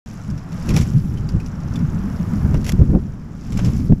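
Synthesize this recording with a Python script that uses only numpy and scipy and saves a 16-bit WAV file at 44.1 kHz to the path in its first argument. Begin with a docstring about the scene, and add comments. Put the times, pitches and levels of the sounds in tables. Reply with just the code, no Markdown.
"""A sculling boat on calm water, heard from its deck. First the blades splash out of the water and
leave fizzing foam. Then the boat glides: drops fall from the blades, and water washes and glugs along
the hull. Near 2.7 s the blades splash in, and about a second later they come out again. All along,
moving air rumbles and thumps on the microphone, at times overloading it."""
import sys
import numpy as np
from scipy import signal
from scipy.fft import rfft, irfft
from scipy.io import wavfile
from scipy.ndimage import uniform_filter1d

SR = 44100
rng = np.random.default_rng(int(sys.argv[2]) if len(sys.argv) > 2 else 0)


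def store_wav(level_fs):
    """Save 16-bit WAV to argv[1]."""
    pcm = np.round(np.clip(np.atleast_2d(level_fs), -1, 1) * 32767)
    wavfile.write(sys.argv[1], SR, pcm.T.astype(np.int16))


N = 176400
TIME = np.arange(N) / SR


# The bright tone of spray, also used for drops, foam and mist: (frequency [Hz], level [dB])
SPRAY_TONE = [(700, -23.5), (2300, 2), (4100, -4.5), (5600, 3), (6400, -2.5), (7400, -2), (8700, -17),
              (10400, -8.5), (12200, -13.5), (15500, -23)]
# The darker tone of sloshing water: (frequency [Hz], level [dB])
SLOSH_TONE = [(400, 10.5), (2400, -6), (3500, -12), (12000, -28)]
# Splashes from the blades: (time [s], level [dB], fade time [s], slosh compared with spray [dB])
BLADE_SPLASHES = [(.516, -47, .018, 5), (.686, -29, 0.013, -5), (0.701, -42.5, 0.017, 13),
                  (0.737, -36.5, 0.021, 4), (0.761, -24.5, 0.019, -3), (.806, -35, 0.018, -6),
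                  (2.541, -42, 0.009, 16), (2.641, -37.5, 0.014, -3), (2.663, -34, 0.008, -2),
                  (2.676, -34, 0.014, -3), (2.691, -27.5, 0.005, -3), (2.72, -24.5, 0.0026, -3),
                  (3.519, -40, 0.012, -5), (3.571, -31.5, 0.0058, -7), (3.587, -39, 0.011, 12),
                  (3.642, -34.5, 0.021, -8)]

def splashes():
    """Water thrown by the blades lands as a bright, grainy burst with a slosh of larger bubbles."""
    spray_gain, slosh_gain = np.zeros((2, N))
    for start, db, fade_s, slosh_db in BLADE_SPLASHES:
        landing = from_db(db) * burst(start, rise_s=0.39 * fade_s, fade_s=fade_s)
        spray_gain += landing
        slosh_gain += landing * from_db(slosh_db)
    grain = rng.standard_normal(N) * from_db(3.5 * drift(rate_hz=352))
    slosh = bubbles(per_s=2200, spread_db=1.0, cycles=47, pitches_hz=np.geomspace(350, 4000, 36))
    patter = colour(grain, SPRAY_TONE)
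    brighter = colour(patter, [(8500, 0), (10500, 3.5)])  # more of the finest spray
    blades_entering = abs(TIME - 2.68) < 0.1
    patter = np.where(blades_entering, brighter, patter)
    return spray_gain * patter + slosh_gain * colour(slosh, SLOSH_TONE)


# Drops falling from the blades: (time [s], patter level [dB], bubble pitch [Hz])
BLADE_DROPS = [(0.301, -45, 5520), (0.377, -47.5, 5340), (1.173, -47, 3130), (1.289, -40.5, 4910),
               (1.4, -44.5, 2520), (1.461, -43.5, 5860), (1.737, -45, 5700), (1.757, -40, 3460),
               (1.79, -47.5, 5600)]

def drops():
    """Each drop patters on the water and stirs up a bubble that rings at a wobbly pitch."""
    patter, out = noise(SPRAY_TONE), np.zeros(N)
    wobble = 1 + 0.05 * drift(rate_hz=600)
    for start, db, hz in BLADE_DROPS:
        impact = patter * burst(start, rise_s=0.001, fade_s=0.01)
        ring = sine(hz * wobble) * burst(start, rise_s=0.001, fade_s=24 / hz)
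        out += from_db(db) * (impact + from_db(7) * ring)
    return out


# The tone of water along the hull: (frequency [Hz], level [dB])
WASH_TONE = [(150, -24), (420, 5), (1400, 2), (2800, -15.5), (12000, -47)]
# How loud that water is: (time [s], level [dB])
WASH_LEVELS = [(.06, -46.5), (.47, -46.5), (.69, -38.5), (1.0, -47.5), (1.65, -43), (2.45, -40.5),
               (3.02, -49.5), (3.42, -50), (3.65, -41), (4.0, -55)]

def wash():
    """Water rushes along the hull, growing louder as the boat glides between strokes."""
    return level(WASH_LEVELS) * noise(WASH_TONE) * from_db(drift(rate_hz=40))


# Hollow glugs under the hull: (time of the peak [s], level [dB], pitch [Hz])
HULL_GLUGS = [(.54, -22, 166), (.966, -9, 152.3), (1.25, -17, 157.4), (1.835, -14.5, 180),
              (1.96, -19.5, 171.5), (2.06, -20, 191.9), (2.215, -18.5, 178.7), (2.35, -17, 185.8)]

def glugs():
    """Pockets of air trapped under the hull ring at a low, wobbly pitch."""
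    wobble, out = 1 + 0.16 * drift(rate_hz=91.3), np.zeros(N)
    for peak_s, db, hz in HULL_GLUGS:
        ring = np.sqrt(2) * sine(hz * wobble)  # average level (rms) of 1
        out += from_db(db) * hump(peak_s, half_width_s=0.02) * ring
    return out


# How loud the foam is; the trickle follows it too: (time [s], level [dB])
FOAM_LEVELS = [(.06, -53), (.47, -59.5), (.56, -51), (.78, -47.5), (1.02, -55.5), (1.12, -58), (2.0, -57),
               (2.3, -54.5), (2.72, -54.5), (2.96, -61), (3.28, -64.5), (3.46, -55.5), (3.6, -48.5),
               (3.77, -50), (3.97, -64.5)]

def foam():
    """Many tiny bubbles crackle over a fine hiss."""
    fizz = bubbles(per_s=1500, spread_db=6, cycles=9, pitches_hz=np.geomspace(1800, 14000, 28))
    crackle = from_db(-1.5) * colour(fizz, SPRAY_TONE)
    hiss = from_db(-1) * noise(SPRAY_TONE)
    return level(FOAM_LEVELS) * (crackle + hiss)


def trickle():
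    """Stray droplets tick on the water among the foam."""
    ticks = bubbles(per_s=42, spread_db=2.6, cycles=65, pitches_hz=np.geomspace(4900, 6700, 11))
    return from_db(-7) * level(FOAM_LEVELS) * ticks


# Swells of the finest fizz: (time of the peak [s], half width [s], level [dB])
MIST_SWELLS = [(.97, 0.15, -59.5), (2.3, 0.38, -60.5), (3.78, 0.11, -62)]

def mist():
    """The smallest bubbles make a very high sizzle that slowly comes and goes."""
    highs_only = signal.butter(2, 10000, "high", fs=SR, output="sos")
    sizzle = rms_one(signal.sosfiltfilt(highs_only, noise(SPRAY_TONE)))
    swells = sum(from_db(db) * hump(peak_s, half_width_s) for peak_s, half_width_s, db in MIST_SWELLS)
    return sizzle * swells


# The tones of a gust's deep push, middle and rough top, each: (frequency [Hz], level [dB])
GUST_DEEP_TONE = [(25, 2.5), (75, 8.5), (180, -27), (500, -85)]
GUST_MIDDLE_TONE = [(45, -41), (110, 3), (190, 1), (330, -19.5), (1200, -85)]
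GUST_TOP_TONE = [(150, -33.5), (300, 1), (480, -10), (1200, -41), (6000, -96)]
# Short gusts of air: (time of the peak [s], half width [s], level of the middle [dB],
# deep push compared with middle [dB], top compared with middle [dB])
GUSTS = [(0.325, 0.04, -22.5, -4.5, -23), (0.7, 0.013, -19, 1, -7.5), (0.756, 0.026, -12, -8, -19),
         (0.814, 0.013, -15, -0.5, -19), (1.357, 0.02, -17.5, 2.5, -16.5), (2.452, 0.0096, -12.5, -3, -28),
         (2.556, 0.032, -17.5, 2.5, -13), (2.744, 0.0096, -12, -1, -22), (2.814, 0.021, -8, 1.5, -16.5),
         (2.9, 0.012, -11.5, -1, -20), (2.952, 0.02, -10.5, -2.5, -7.5), (3.668, 0.023, -14, -9, -15.5),
         (3.903, 0.0047, -4.5, -12, -17.5), (3.925, 0.0084, -4.5, -3, -23)]

def gusts():
    """Small swirls of air thump the microphone, each with its own mix of deep push and rough top."""
    deep_gain, middle_gain, top_gain = np.zeros((3, N))
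    for peak_s, half_width_s, db, deep_db, top_db in GUSTS:
        swell = from_db(db) * hump(peak_s, half_width_s)
        middle_gain += swell
        deep_gain += swell * from_db(deep_db)
        top_gain += swell * from_db(top_db)
    deep = deep_gain * steadied(noise(GUST_DEEP_TONE), span_s=0.016)
    middle = middle_gain * steadied(noise(GUST_MIDDLE_TONE), span_s=0.028)
    top = top_gain * steadied(noise(GUST_TOP_TONE), span_s=0.019)
    return deep + middle + top


# The low tone of the wind: (frequency [Hz], level [dB])
WIND_TONE = [(45, 1), (170, 2), (225, -2), (370, -19), (800, -45.5), (1600, -63)]
# How loud the wind is: (time [s], level [dB])
WIND_LEVELS = [(.44, -31), (.75, -21), (1.2, -21), (1.52, -25.5), (1.77, -20.5), (2.2, -24), (2.5, -16.5),
               (2.66, -20.5), (3.02, -22.5), (3.2, -31), (3.43, -30.5), (3.55, -18), (3.8, -17),
               (4.0, -25.5)]

def wind():
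    """Air flowing past the microphone makes a lumpy rumble."""
    rumble = steadied(noise(WIND_TONE), span_s=0.044)
    return level(WIND_LEVELS) * rumble * from_db(0.74 * drift(rate_hz=62))


def bubbles(per_s, spread_db, cycles, pitches_hz):
    """Bubbles form at random; each rings at one pitch and fades by 60 dB over the given cycles."""
    strengths = from_db(spread_db * np.minimum(rng.exponential(1, N), 4))
    signs = rng.choice([-1, 1], N)
    clicks = strengths * signs * (rng.random(N) < per_s / SR)
    which_pitch, out = rng.integers(0, len(pitches_hz), N), 0
    for k, hz in enumerate(pitches_hz):
        decay, angle = from_db(-60 * hz / (cycles * SR)), 2 * np.pi * hz / SR  # per sample
        ringing = [1, -2 * decay * np.cos(angle), decay * decay]  # this filter makes a click ring
        out += hz * signal.lfilter([1, 0, -1], ringing, clicks * (which_pitch == k) + 1e-18)
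    return rms_one(out)


def from_db(db):
    """Turn decibels into a gain, the number a sound is multiplied by."""
    return 10 ** (np.asarray(db) / 20)


def rms_one(x):
    """Scale a sound to an average level (rms) of 1."""
    return x / np.sqrt(np.mean(x ** 2) + 1e-20)


def level(rows):
    """Join (time [s], level [dB]) points into a gain for every sample."""
    return from_db(np.interp(TIME, *np.transpose(rows)))


def colour(x, tone):
    """Shape a sound's lows and highs by a tone table, at an average level of 1."""
    hz, db = np.transpose(tone)
    frequencies = np.maximum(np.arange(N // 2 + 1) * SR / N, 1)
    gains = from_db(np.interp(np.log(frequencies), np.log(hz), db))
    return rms_one(irfft(rfft(x) * gains, N))


def noise(tone):
    """A steady rush with the given tone."""
    return colour(rng.standard_normal(N), tone)


def sine(hz):
    """A pure note that follows a changing pitch."""
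    return np.sin(2 * np.pi * np.cumsum(hz) / SR)


def drift(rate_hz):
    """A random wander of about 1 either way; a higher rate wanders faster."""
    frequencies = np.arange(N // 2 + 1) * SR / N
    return rms_one(irfft(rfft(rng.standard_normal(N)) / (1 + (frequencies / rate_hz) ** 2), N))


def steadied(x, span_s):
    """Even out swells that last longer than the span."""
    size = max(int(span_s * SR), 2)
    power = uniform_filter1d(uniform_filter1d(x ** 2, size), size)
    return x / np.sqrt(power + 1e-9)


def burst(start, rise_s, fade_s):
    """Rise straight to 1, then fall to about a third every fade_s."""
    age = TIME - start
    return np.clip(age / rise_s, 0, 1) * np.exp(-np.clip((age - rise_s) / fade_s, 0, 50))


def hump(peak_s, half_width_s):
    """A smooth, bell-shaped swell to 1 and back."""
    return np.exp(-np.minimum(((TIME - peak_s) / half_width_s) ** 2, 80) / 2)


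def scene():
    """Air and water add up in one channel."""
    return (wind() + gusts() + wash() + glugs() + foam() + mist() + trickle() + splashes() + drops())[None]


def record(dry):
    """The sound starts suddenly, loses its deepest bass, overloads in big gusts and loses its very top."""
    bass_cut = signal.butter(1, 12, "high", fs=SR, output="sos")
    treble_cut = signal.cheby2(16, 50, 16150, fs=SR, output="sos")
    heard = signal.sosfilt(bass_cut, dry * (TIME > 0.06))
    return signal.sosfiltfilt(treble_cut, np.clip(heard, -1, 1))


dry = scene()
out = record(dry)
store_wav(out)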